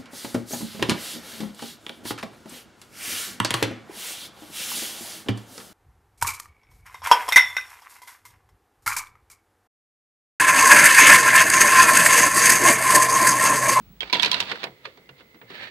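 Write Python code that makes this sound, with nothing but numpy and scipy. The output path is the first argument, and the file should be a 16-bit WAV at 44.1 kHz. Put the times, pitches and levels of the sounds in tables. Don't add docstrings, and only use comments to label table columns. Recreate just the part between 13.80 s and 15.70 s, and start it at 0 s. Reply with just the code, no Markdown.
import sys
import numpy as np
from scipy import signal
from scipy.fft import rfft, irfft
from scipy.io import wavfile
from scipy.ndimage import uniform_filter1d

SR = 44100
rng = np.random.default_rng(int(sys.argv[2]) if len(sys.argv) > 2 else 0)


def waveform_to_disk(signal):
    frames = np.transpose(np.atleast_2d(signal))
    scaled = np.clip(frames, -1, 1) * 32767
    samples = np.round(scaled).astype(np.int16)
    wavfile.write(sys.argv[1], SR, samples)


N = 83790
EVENT_SIZE = 16384

# f/Hz, plastic t60/s, room t60/s, room level/dB
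DECAY_BANDS = [(91, 0.039, 0.54, -7.5), (245, 0.011, 0.28, -10), (694, 0.031, 0.25, -13),
               (1860, 0.051, 0.12, -9), (3850, 0.044, 0.2, -32), (9100, 0.031, 0.24, -19)]
# f/Hz, share (a factor)
PAN_BY_PITCH = [(150, .01), (400, 0.27), (1000, 0.23), (2500, 1.66), (5000, 0.47), (9000, 0.14)]


def clacks(room):
    # t/s, body level/dB, contact ring f/Hz, contact ring/dB, thud/dB, sharp edge/dB,
    # disc ring/dB, pan left over right/dB
    clack_rows = [ (0.2057, -23.5, 3240, 13, -7, -1, -22, -8), (0.2190, -29, 3240, 12, 10, -12, -23, -14),
                  (0.2301, -28.5, 2335, 9, 10, -15, -32, -7), (0.2982, -33, 2294, 13, -1.5, -7, -1.5, -7.5),
                  (0.3272, -17.5, 3730, 1, -12, -0.5, 3.5, -10),
                  (0.3321, -17, 4230, 5.5, 8.5, -3.5, -3, -4), (0.342, -19.5, 3420, 13, -13, 5, -10, -19),
                  (0.3490, -22.5, 2130, 10.5, 8, -3, -13, -7.5),
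                  (0.355, -24, 1945, 2, 12.5, -13, 5.5, -3.5), (0.368, -28, 3520, 6, 4, -1, 3, -10),
                  (0.3964, -17, 3380, 17, -16, 4.5, -28, -19), (0.423, -21.5, 3780, 7, -6, 10, -4.5, -35),
                  (0.4300, -15, 2652, 7, -16, 5, -5.5, -6), (0.4345, -18, 2410, 12, -8, -9, -0.5, -25),
                  (0.4462, -18, 3200, -12, -16, -5, -6, -2), (0.4590, -18.5, 2430, 0, 1, -4, -24, -7),
                  (0.5147, -16.5, 3270, 7, -11, 9.5, -4.5, -10.5),
                  (0.529, -20.5, 4190, 9.5, -9, -3, -4.5, -13), (0.5421, -18, 3815, 3.5, -14, -7, -10, -14),
                  (0.6026, -18, 3860, -2.5, -7.5, 3, -4.5, -6), (0.6250, -31, 4200, -2, 8, -17, -20, -7)]
    # f/Hz, relative level/dB
    clack_colour = [(20, -55), (65, -40), (130, -21.5), (230, -14), (380, -6.5), (740, -11.5), (1500, -9),
                    (2500, -4), (2900, -2), (4000, 1), (5000, -8), (7000, -20.5), (11000, -31),
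                    (16000, -33.5)]
    # multiple of the contact ring f, level/dB
    clack_modes = [(0.658, -6.5), (.81, -7), (0.976, -6), (1.004, 0), (1.351, -13)]
    attack_s = 0.00063
    out = np.zeros((2, N))
    for start, *row in clack_rows:
        add(out, start, blow(clack_colour, clack_modes, room, *row, attack_s))
    return out


def taps(room):
    # t/s, body level/dB, contact ring f/Hz, contact ring/dB, thud/dB,
    # sharp edge/dB, contact time/s
    tap_rows = [ (0.7145, -24.5, 1163, -3.5, -1.5, -2, 0.0019), (0.7179, -29.5, 2604, 0, 1.5, -5, 0.0003),
                (0.756, -36, 1643, 10, 4, 4, 0.00054), (0.8310, -28.5, 3100, -5, -4.5, -8, 0.00079),
                (0.84, -25, 980, -2, 3, 3.5, 0.0002), (0.8689, -37.5, 1070, -20, 12.5, -23, 0.00053),
                (1.0533, -34, 1194, 12, -15, -13, 0.00022), (1.055, -32.5, 2590, 4, -5, -7, 0.00018),
                (1.173, -49, 1530, -8, 17, 5, 0.002), (1.2904, -42.5, 2816, 9.5, 10.5, -3, 0.0012),
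                (1.405, -48, 1560, 1.5, 17, -7, 0.0023), (1.543, -53, 1440, 3, 11, 4, 0.0053),
                (1.613, -44.5, 2310, 3.5, 10.5, -26, 0.0029), (1.7010, -40.5, 390, 0, 12.5, 5, 0.0036)]
    # f/Hz, relative level/dB
    tap_colour = [(20, -41), (60, -31), (130, -8.5), (350, 1), (800, 0), (1700, 3), (3000, 1), (4400, 0.5),
                  (5600, -13), (9000, -26), (16000, -34.5)]
    # multiple of the contact ring f, level/dB
    tap_modes = [(.94, -11.5), (1, -2)]
    disc_db, pan_db = -23, -6.5
    out = np.zeros((2, N))
    for start, *row, contact_s in tap_rows:
        add(out, start, blow(tap_colour, tap_modes, room, *row, disc_db, pan_db, contact_s))
    return out


def blow(points, modes, room, db, ring_hz, ring_db, thud_db, edge_db, disc_db, pan_db, contact_s):
    crack_db, crack_t60_s = 1.5, 0.012
    contact_ring_db, contact_t60_s, contact_width_hz = -15.5, 0.036, 880
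    size = room.shape[1]
    t, hz = np.arange(size) / SR, bins(size)

    crack = undb(crack_db) * fade(t, crack_t60_s) * noise(size)
    ring = 0
    for ratio, mode_db in modes:
        cycles = ratio * ring_hz * t + rng.random((2, 1))
        ring = ring + undb(ring_db + contact_ring_db + mode_db) * np.sin(2 * np.pi * cycles)
    ring = ring * fade(t, contact_t60_s)
    plastic = die_away([(f, t60, 0) for f, t60, _, _ in DECAY_BANDS], size)
    body = (crack + ring + plastic + room) * (1 - np.exp(-t / contact_s))

    resonance = 0.33 * ring_db / (1 + (2 * (hz - ring_hz) / contact_width_hz) ** 2)
    low_shelf = thud_db / (1 + (hz / 750) ** 2)
    high_shelf = edge_db * (1 - 1 / (1 + (hz / 5500) ** 4))
    body = colour(body, points, pan_db, resonance + low_shelf + high_shelf)
    body = body / np.sqrt(np.mean(body[:, :SR // 128] ** 2))
    return undb(db) * (body + undb(disc_db) * disc_ring(t, pan_db))


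def disc_ring(t, pan_db):
    # f/Hz, level/dB, t60/s
    disc_modes = [(213.8, -27.5, 0.7), (403, -19, 0.085), (947, -12, 0.14), (980.3, -8, 0.14),
                  (1014.5, -15, 0.12), (2320, -16, 0.13), (2728, -14, 0.22), (3160, -16.5, 0.18),
                  (3446, -20.5, 0.2), (3910, -17.5, 0.12), (4620, -19.5, 0.18)]
    waver_hz, rock_per_s, sag_hz_per_s, rise_s = 13, 100, 170, 0.0015
    rock = walk(rock_per_s, size=len(t))
    drift = np.cumsum(waver_hz * rock - sag_hz_per_s * t) / SR
    ring = 0
    for f, db, t60 in disc_modes:
        level_chance, phase_chance = rng.standard_normal(2)
        tone = np.sin(2 * np.pi * (f * t + drift + phase_chance))
        gain = undb(db + 2 * level_chance) * sides(pan_db * across(PAN_BY_PITCH, f))
        ring = ring + gain * fade(t, t60) * tone
    return ring * (1 - np.exp(-t / rise_s))


def room_ring():
    delay_s = 0.002
    tail = die_away([(f, t60, db) for f, _, t60, db in DECAY_BANDS], EVENT_SIZE)
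    return tail * (1 - np.exp(-np.arange(EVENT_SIZE) / SR / delay_s))


def slide_and_finger_rub():
    # t/s, level/dB
    friction_curve = [(.21, -36.5), (.25, -44), (.32, -43.5), (.40, -29), (.50, -32.5), (.57, -28),
                      (.65, -37.5), (.70, -31.5), (.75, -42), (.82, -40), (.87, -53.5), (.97, -63),
                      (1.03, -59.5), (1.052, -43.5), (1.11, -57), (1.33, -75), (1.395, -51.5), (1.45, -70)]
    # f/Hz, relative level/dB
    friction_colour = [(20, -15), (55, -22.5), (100, -9), (300, -7), (700, -3.5), (1500, -2), (2600, 0.5),
                       (4400, -1), (5500, -18.5), (8000, -28.5), (16000, -53)]
    return rub(friction_curve, friction_colour, pan_db=-5.5)


def brush():
    # t/s, level/dB
    brush_curve = [(1.65, -68), (1.695, -49), (1.715, -45), (1.76, -40.5), (1.80, -37.5), (1.84, -35),
                   (1.875, -40), (1.9, -49)]
    # f/Hz, relative level/dB
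    brush_colour = [(20, -22), (150, -2), (400, -5), (700, -4), (1300, -4), (1800, 6), (2400, 4.5),
                    (3100, -1.5), (4100, -0.5), (5200, -16.5), (8000, -29.5), (16000, -39)]
    return rub(brush_curve, brush_colour, pan_db=-7)


def rub(curve, points, pan_db):
    catches_per_s, catch_t60_s, catch_share = 800, 0.03, 0.55
    ring_size = 4096
    times, db = np.array(curve).T
    pressure = undb(np.interp(np.arange(N) / SR, times, db, left=-np.inf, right=db[-1]))
    catches = (rng.random(N) < catches_per_s / SR) * rng.standard_normal(N)
    plastic = noise(ring_size) * fade(np.arange(ring_size) / SR, catch_t60_s)
    grain = signal.fftconvolve(catches[None] * pressure, plastic)[:, :N]
    grain = grain / np.sqrt(np.mean(catches ** 2) * np.sum(plastic ** 2) / 2)
    fine = noise(N) * pressure
    return colour(np.sqrt(catch_share) * grain + np.sqrt(1 - catch_share) * fine, points, pan_db)


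def thuds():
    # t/s, centre f/Hz, peak level/dB
    thud_rows = [(0.002, 195, -40.5), (0.066, 110, -46.5), (0.097, 181, -45.5), (0.726, 456, -34.5),
                 (0.838, 780, -30.5), (1.064, 485, -39), (1.543, 280, -47.5), (1.702, 345, -39.5),
                 (1.620, 440, -44)]
    out, t = np.zeros((2, N)), np.arange(EVENT_SIZE) / SR
    for start, hz, db in thud_rows:
        add(out, start, thud(t, hz, db))
    return out


def thud(t, hz, db):
    width, rise_s, t60_s = 0.5, 0.0041, 0.13
    band = 1 / (1 + ((bins(len(t)) - hz) / (width * hz / 2)) ** 4)
    body = irfft(rfft(noise(len(t))) * band)
    body = body * (1 - np.exp(-t / rise_s)) * fade(t, t60_s)
    return undb(db) * body / np.abs(body).max()


def booms():
    # t/s, f/Hz, sine amplitude ahead of its envelope/dB
    boom_rows = [(0.432, 142.5, -39), (0.608, 98, -41.5), (0.849, 132.8, -37.5), (1.291, 137.3, -42),
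                 (1.621, 115, -46.5)]
    rise_s, t60_s = 0.028, 0.27
    out, t = np.zeros((2, N)), np.arange(EVENT_SIZE) / SR
    envelope = (1 - np.exp(-t / rise_s)) * fade(t, t60_s)
    for start, hz, db in boom_rows:
        add(out, start, undb(db) * envelope * np.sin(2 * np.pi * hz * t))
    return out


def whirr():
    # f/Hz, relative level/dB
    whirr_colour = [(100, -23), (330, -8.5), (500, 6), (620, -14), (1400, -33), (1850, -7), (2080, 9.5),
                    (2450, -11), (4300, -35), (6000, -41)]
    level_db, pan_db, start_s, rise_s = -60.5, -3.5, 0.16, 0.2
    unsteady = noise(N) * undb(0.5 * walk(14))
    rise = np.clip((np.arange(N) / SR - start_s) / rise_s, 0, 1)
    return undb(level_db) * colour(unsteady, whirr_colour, pan_db) * rise


def whine():
    # t/s, rms level ahead of the wavering/dB
    whine_curve = [(.6, -63.5), (1.1, -74.5), (1.6, -66.5)]
    pitch_hz, wobble_hz = 15736, 10
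    level_db = np.interp(np.arange(N) / SR, *np.array(whine_curve).T) + 3.5 * walk(50)
    cycles = np.cumsum(pitch_hz + wobble_hz * walk(60)) / SR
    return np.sqrt(2) * undb(level_db) * np.sin(2 * np.pi * cycles)


def drone():
    # f/Hz, rms level ahead of the wavering/dB
    drone_partials = [(50, -58), (145, -69.5), (185, -63.5)]
    end_s, fade_s = 0.31, 0.04
    total = np.zeros(N)
    for hz, db in drone_partials:
        level = undb(db + 2 * walk(38.5))
        cycles = np.cumsum(hz * (1 + 0.051 * walk(39.6))) / SR
        total += level * np.sin(2 * np.pi * cycles)
    return np.sqrt(2) * total * np.clip((end_s - np.arange(N) / SR) / fade_s, 0, 1)


def hiss():
    # f/Hz, relative level/dB
    floor_colour = [(25, -25), (50, -2), (130, 0), (230, -2), (400, -1.5), (650, -10), (1400, -11.5),
                    (2500, -11), (4300, -15.5), (5400, -21), (10000, -25.5), (16000, -23)]
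    level_db, pan_db = -59.5, -3.5
    return undb(level_db) * colour(noise(N), floor_colour, pan_db)


def undb(db):
    return 10 ** (np.asarray(db) / 20)


def across(points, hz):
    p = np.array(points)
    return np.interp(np.log(hz + 1), np.log(p[:, 0]), p[:, 1])


def bins(size):
    return np.arange(size // 2 + 1) * SR / size


def sides(pan_db):
    g = undb(np.array([pan_db, -pan_db]) / 2).reshape(2, -1)
    return g / np.sqrt(np.mean(g ** 2, axis=0))


def noise(size):
    # f/Hz, correlation (-1 to 1)
    likeness = [(100, 0.84), (500, 0.89), (1000, 0.54), (2200, -.3), (5000, 0.04), (12000, 0)]
    like = np.clip(across(likeness, bins(size)), -1, 1)
    shares = np.sqrt(np.array([1 + like, 1 - like]) / 2)
    mid, side = rfft(rng.standard_normal((2, size))) * shares
    return irfft(np.array([mid + side, mid - side]), size)


def colour(x, points, pan_db, extra_db=0):
    size = x.shape[-1]
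    hz = bins(size)
    gain = undb(across(points, hz))
    gain = gain / np.sqrt(np.mean(gain ** 2)) * undb(extra_db)
    cepstrum = irfft(np.log(gain), size)
    cepstrum[1:size // 2] *= 2
    cepstrum[size // 2 + 1:] = 0
    response = np.exp(rfft(cepstrum))
    return irfft(rfft(x) * response * sides(pan_db * across(PAN_BY_PITCH, hz)), size)


def walk(rate, size=N):
    k = max(int(SR / rate), 1)
    held = rng.standard_normal(size // k + 1)[np.arange(size) // k]
    w = uniform_filter1d(held, k)
    return w / np.std(w)


def fade(t, t60):
    return np.exp(-np.log(1000) * t / t60)


def die_away(bands, size):
    t, hz, grain = np.arange(size) / SR, bins(size), rfft(noise(size))
    centres = [band[0] for band in bands]
    total = 0
    for share, (_, t60, db) in zip(np.eye(len(bands)), bands):
        weight = across(list(zip(centres, share)), hz)
        total = total + irfft(grain * weight, size) * undb(db) * fade(t, t60)
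    return total


def add(out, start, sound):
    i = int(start * SR)
    part = sound[..., :N - i]
    out[:, i:i + part.shape[-1]] += part


def scene():
    room = room_ring()
    handling = clacks(room) + taps(room) + slide_and_finger_rub() + brush() + thuds() + booms()
    return handling + whirr() + whine() + drone() + hiss()


def record(dry):
    top_hz = 16500
    low_pass = signal.ellip(8, 0.2, 70, top_hz, fs=SR, output="sos")
    return signal.sosfilt(low_pass, np.clip(dry, -1, 1))


dry = scene()
out = record(dry)
waveform_to_disk(out)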